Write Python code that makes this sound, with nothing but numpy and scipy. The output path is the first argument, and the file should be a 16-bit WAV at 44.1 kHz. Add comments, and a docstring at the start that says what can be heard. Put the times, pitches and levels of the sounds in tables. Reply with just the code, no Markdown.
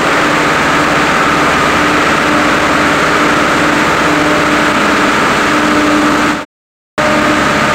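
"""A four-cylinder diesel drives a water pump at steady speed in a hard-walled pump room.
From the start, knocks excite the block and the room, the exhaust hums, and the radiator fan's drone
beats against the engine amid rushing air, loud enough to overload the microphone.
The microphone walks from the engine and reaches the radiator at 4.8 s. At 6.3 s the sound fades out;
near 7 s it cuts back in by the wall, the engine running slightly faster."""
import sys
import numpy as np
from scipy import signal
from scipy.fft import rfft, irfft, next_fast_len
from scipy.io import wavfile

SR = 44100
rng = np.random.default_rng(int(sys.argv[2]) if len(sys.argv) > 2 else 0)


def put_to_file(sound):
    """Save the sound as 16-bit audio at rate SR, in the file named by the first command-line argument."""
    columns = np.atleast_2d(sound).T  # one column per channel
    safe = np.clip(columns, -1, 1)
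    whole_steps = np.round(safe * 32767)
    wavfile.write(sys.argv[1], SR, whole_steps.astype(np.int16))


N = 341334
TIME = np.arange(N) / SR
CYCLE_HZ, LATER_CYCLE_HZ = 17.52, 17.72   # four-stroke cycle rate before and after the silence
ROOM_T60_S, CUTOFF_HZ = 0.93, 15600
BODY_LOSS_DB = 7.5   # lost with each place further from the engine
THROB_MULTIPLE, IN_STEP_S = 17, 2.38   # harmonic that beats with the fan; a time they are in phase
FADE_S, SILENT_S, RESUME_S, SNAP_S = 6.30, 6.452, 6.9785, .0015

# path of the microphone: t/s, place (0 engine, 1 radiator, 2 wall)
WALK = [(0, 0), (1.3, 0), (2.2, .3), (4.2, .4), (4.8, 1), (6.5, 1), (6.9, 2), (7.74, 2)]
# spectra of the knocks and of the block's resonance: f/Hz, relative level/dB
KNOCK_SPECTRUM = [(150, -11.5), (400, 0), (700, -1), (1000, -9), (1300, 1.5), (1650, 2), (2300, -1),
                  (3100, -10.5), (4200, -18.5), (5200, -20), (7500, -26), (10000, -45.5)]
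RING_SPECTRUM = [(850, -33.5), (1100, -3.5), (1260, 6.5), (1400, 3), (1540, -6), (2000, -40)]
# screening of the knocks as the radiator comes between engine and microphone: t/s, gain/dB
SCREENING = [(5.4, 3), (6.0, -1.5), (6.4, -0.5), (6.9, 1)]
# exhaust harmonics: multiple of the cycle rate, level/dB at engine, radiator, wall
EXHAUST_HARMONICS = [(4, -36, -34.5, -32), (8, -31.5, -39, -29.5), (12, -37, -25.5, -25),
                     (16, -30, -27.5, -40), (32, -29.5, -30, -25.5)]
# vibration of the engine body: multiple of the cycle rate, level/dB at the engine
BODY_HARMONICS = [(5, -38), (9, -26.5), (10, -32.5), (19, -26.5), (22, -30.5), (23, -27.5), (24, -28),
                  (27, -40.5), (38, -35.5), (44, -31.5), (64, -29), (71, -36), (76, -39), (80, -30),
                  (95, -30), (118, -32.5)]
# lead of the blade tone over the throb harmonic: t/s, beat f/Hz
BEAT_RATE = [(0, 1.93), (1.9, 1.97), (2.6, 2.27), (6.3, 2.3), (7, 1.8)]
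# blade tone and its octave along the walk through the room's standing waves: t/s, level/dB
BLADE_LEVEL = [(0, -30.5), (0.7, -26), (1.45, -27), (1.85, -20.5), (3.0, -21.5), (3.55, -17), (3.95, -21),
               (4.33, -14.5), (4.8, -20), (5.05, -21.5), (5.33, -32.5), (5.62, -13.5), (6.1, -13),
               (6.3, -19), (7.4, -16.5), (7.74, -36)]
OCTAVE_LEVEL = [(0, -40), (2.1, -37.5), (2.4, -19.5), (2.8, -25.5), (3.9, -30.5), (4.3, -19), (4.7, -21),
                (5.3, -35), (5.8, -20), (6.3, -27.5), (7, -15), (7.4, -20.5)]
# higher fan harmonics: multiple of the blade rate, level/dB at engine, radiator, wall
FAN_HARMONICS = [(3, -27, -28, -25), (4, -27, -29, -21), (5, -32, -29.5, -29.5), (6, -33, -44.5, -45)]
# spectra of the low rumble, the fan's roar and the radiator's rush: f/Hz, relative level/dB
RUMBLE_SPECTRUM = [(20, -35), (48, -18), (125, -8.5), (170, -5), (230, 1), (285, 2), (360, -5.5), (590, -9),
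                   (1000, -25), (4000, -50.5)]
ROAR_SPECTRUM = [(250, -24.5), (450, -3), (620, -0.5), (850, -4.5), (1100, -2.5), (1600, -7), (4000, -42.5)]
RUSH_SPECTRUM = [(200, -18.5), (600, -6.5), (1280, 1), (1700, -3), (2400, -6), (3200, -10), (4200, -12),
                 (5200, -19), (6500, -17.5), (7200, -16.5), (8400, -20), (9800, -34.5), (15500, -37)]
# strength of each layer (knocks before screening): level/dB at engine, radiator, wall
KNOCK_DB = (-17.5, -18, -16.5)
RING_DB = (-18, -17.5, -20)
THROB_DB = (-24.5, -27.5, -38)
RUMBLE_DB = (-20, -18.5, -19)
ROAR_DB = (-18, -19.5, -21.5)
RUSH_DB = (-16.5, -16, -17)


def from_db(db):
    """Amplitude ratio: tenfold for every 20 dB."""
    return 10 ** (np.asarray(db) / 20)


def rms_one(x):
    """Normalisation to unit power."""
    return x / np.sqrt(np.mean(x ** 2) + 1e-20)


def in_time(curve):
    """Linear interpolation of a curve at every sample."""
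    return np.interp(TIME, *np.transpose(curve))


def at_place(place, levels_db):
    """Linear interpolation of level between the places of the walk."""
    return np.interp(place, np.arange(len(levels_db)), levels_db)


def drift(rate_hz):
    """Random fluctuation: noise of unit rms, low-passed near rate_hz."""
    step, settle = 100, 2000   # samples per point; points dropped while the filter settles
    pole = np.exp(-2 * np.pi * rate_hz * step / SR)
    noise = rng.standard_normal(N // step + settle + 2)
    slow = signal.lfilter([1], [1, -2 * pole, pole * pole], noise)[settle:]
    return np.interp(np.arange(N) / step, np.arange(len(slow)), rms_one(slow))


def colour(x, spectrum):
    """Filtering by a spectral envelope, with the result at unit power."""
    hz, db = np.transpose(spectrum)
    size = next_fast_len(N)
    bin_hz = np.maximum(np.fft.rfftfreq(size, 1 / SR), 1)
    gain = from_db(np.interp(np.log(bin_hz), np.log(hz), db))
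    return rms_one(irfft(rfft(x, size) * gain, size)[:N])


def knock_response(direct_t60_s, room_db):
    """Impulse response: a crack of cast iron decays exponentially into the room's reverberation."""
    t = TIME[:SR // 2]
    crack = from_db(-60 * t / direct_t60_s)
    echoes = from_db(room_db - 60 * t / ROOM_T60_S)
    return np.maximum(crack, echoes) * rng.standard_normal(len(t))


def clatter(cycles, jitter_s, uneven_db, cylinders=4):
    """Convolution: each cylinder's slightly uneven impulses, one a cycle, excite its own response."""
    out = np.zeros(N)
    for cylinder in range(cylinders):
        fired = np.flatnonzero(np.diff(np.floor(cycles - cylinder / cylinders)))
        late, strength = rng.standard_normal((len(fired), 2)).T
        onsets = np.clip(fired + np.round(late * jitter_s * SR).astype(int), 0, N - 1)
        impulses = np.zeros(N)
        impulses[onsets] = from_db(uneven_db * strength)
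        # one echo pattern slowly turns into another as the microphone moves
        turn = 0.791 * TIME + 0.59 * drift(1.2) + rng.uniform(0, 2 * np.pi)
        for share in (np.cos(turn), np.sin(turn)):
            response = knock_response(direct_t60_s=0.033, room_db=-8.5)
            out += share * signal.oaconvolve(impulses, response)[:N]
    return out


def engine_knocks(cycles, place):
    """Impact excitation: firing gives broadband knocks and rings the block's resonance."""
    knock_db = at_place(place, KNOCK_DB) + in_time(SCREENING)
    knocks = colour(clatter(cycles, jitter_s=.00005, uneven_db=2.4), KNOCK_SPECTRUM)
    ring_db = at_place(place, RING_DB) + 0.2 * drift(3.3)
    ring = colour(clatter(cycles, jitter_s=.00006, uneven_db=1.5), RING_SPECTRUM)
    return from_db(knock_db) * knocks + from_db(ring_db) * ring


def tone(turns, level_db, waver):
    """Interference: reflections make a sinusoid of given rms level waver in amplitude and phase."""
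    angle = 2 * np.pi * turns
    wave = (1 + waver * drift(0.94)) * np.cos(angle) + waver * drift(0.71) * np.sin(angle)
    return from_db(level_db) * wave * np.sqrt(2 / (1 + 2 * waver ** 2))


def harmonics(turns, table, place, waver):
    """Fourier series: periodic motion sounds at whole multiples of its rate."""
    return sum(tone(round(k) * turns + rng.random(), at_place(place, db), waver) for k, *db in table)


def engine_hum(cycles, place):
    """Periodic radiation: the exhaust fills the room; the body's hum falls away with distance."""
    exhaust = harmonics(cycles, EXHAUST_HARMONICS, place, waver=0.12)
    body = from_db(-BODY_LOSS_DB * place) * harmonics(cycles, BODY_HARMONICS, place, waver=.2)
    throb = tone(THROB_MULTIPLE * cycles, at_place(place, THROB_DB), waver=0.045)
    return exhaust + body + throb


def fan_drone(cycles, place):
    """Beats: the blade-passing tone lies about 2 Hz above an engine harmonic, so their sum throbs."""
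    beats = np.cumsum(in_time(BEAT_RATE)) / SR
    blades = THROB_MULTIPLE * cycles + beats - np.interp(IN_STEP_S, TIME, beats)
    fundamental = tone(blades, in_time(BLADE_LEVEL), waver=0.04)
    octave = tone(2 * blades, in_time(OCTAVE_LEVEL), waver=0.15)
    return fundamental + octave + harmonics(blades, FAN_HARMONICS, place, waver=0.22)


def airflow(spectrum, level_db, gust_db, gust_hz):
    """Turbulence: air driven by the fan radiates broadband noise of slightly unsteady level."""
    noise = colour(rng.standard_normal(N), spectrum)
    return noise * from_db(level_db + gust_db * drift(gust_hz))


def scene():
    """Superposition: one crankshaft times knocks, hum and belt-driven fan; air noise adds to them."""
    place = in_time(WALK)
    later = TIME > (SILENT_S + RESUME_S) / 2
    hunting = 1 + .0007 * drift(4)   # the governor hunts a little
    cycles = np.cumsum(np.where(later, LATER_CYCLE_HZ, CYCLE_HZ) * hunting) / SR
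    knocks = engine_knocks(cycles, place)
    rumble = airflow(RUMBLE_SPECTRUM, at_place(place, RUMBLE_DB), gust_db=.5, gust_hz=9.4)
    roar = airflow(ROAR_SPECTRUM, at_place(place, ROAR_DB), gust_db=0.8, gust_hz=7.8)
    rush = airflow(RUSH_SPECTRUM, at_place(place, RUSH_DB), gust_db=0.08, gust_hz=7.3)
    mix = knocks + engine_hum(cycles, place) + fan_drone(cycles, place) + rumble + roar + rush
    return np.tile(mix, (2, 1))


def limiter(x, top, release_db_per_s):
    """Peak limiting: a peak over the top lowers the gain at once; it recovers within milliseconds."""
    over_db = 20 * np.log10(np.maximum(np.abs(x).max(axis=0) / top, 1))
    ramp = release_db_per_s * TIME
    return x * from_db(ramp - np.maximum.accumulate(over_db + ramp))


def overload(x, top, order=8):
    """Saturation: peaks are rounded off just under the top."""
    return x / (1 + np.abs(x / top) ** order) ** (1 / order)


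def fader():
    """Amplitude envelope: the gain falls, stays at zero for half a second and snaps back."""
    fade_out = np.interp(TIME, [FADE_S, 6.35, 6.42, SILENT_S], [0.98, 0.51, 0.33, 0])
    return fade_out + np.clip((TIME - RESUME_S) / SNAP_S, 0, 1)


def record(dry):
    """Nonlinear distortion in one microphone on both channels, then the fade and a steep low-pass."""
    limited = limiter(dry, top=0.88, release_db_per_s=249)
    faded = overload(limited, top=0.75) * fader()
    low_pass = signal.ellip(10, .05, 70, CUTOFF_HZ, fs=SR, output="sos")
    return signal.sosfiltfilt(low_pass, faded)


dry = scene()
out = record(dry)
put_to_file(out)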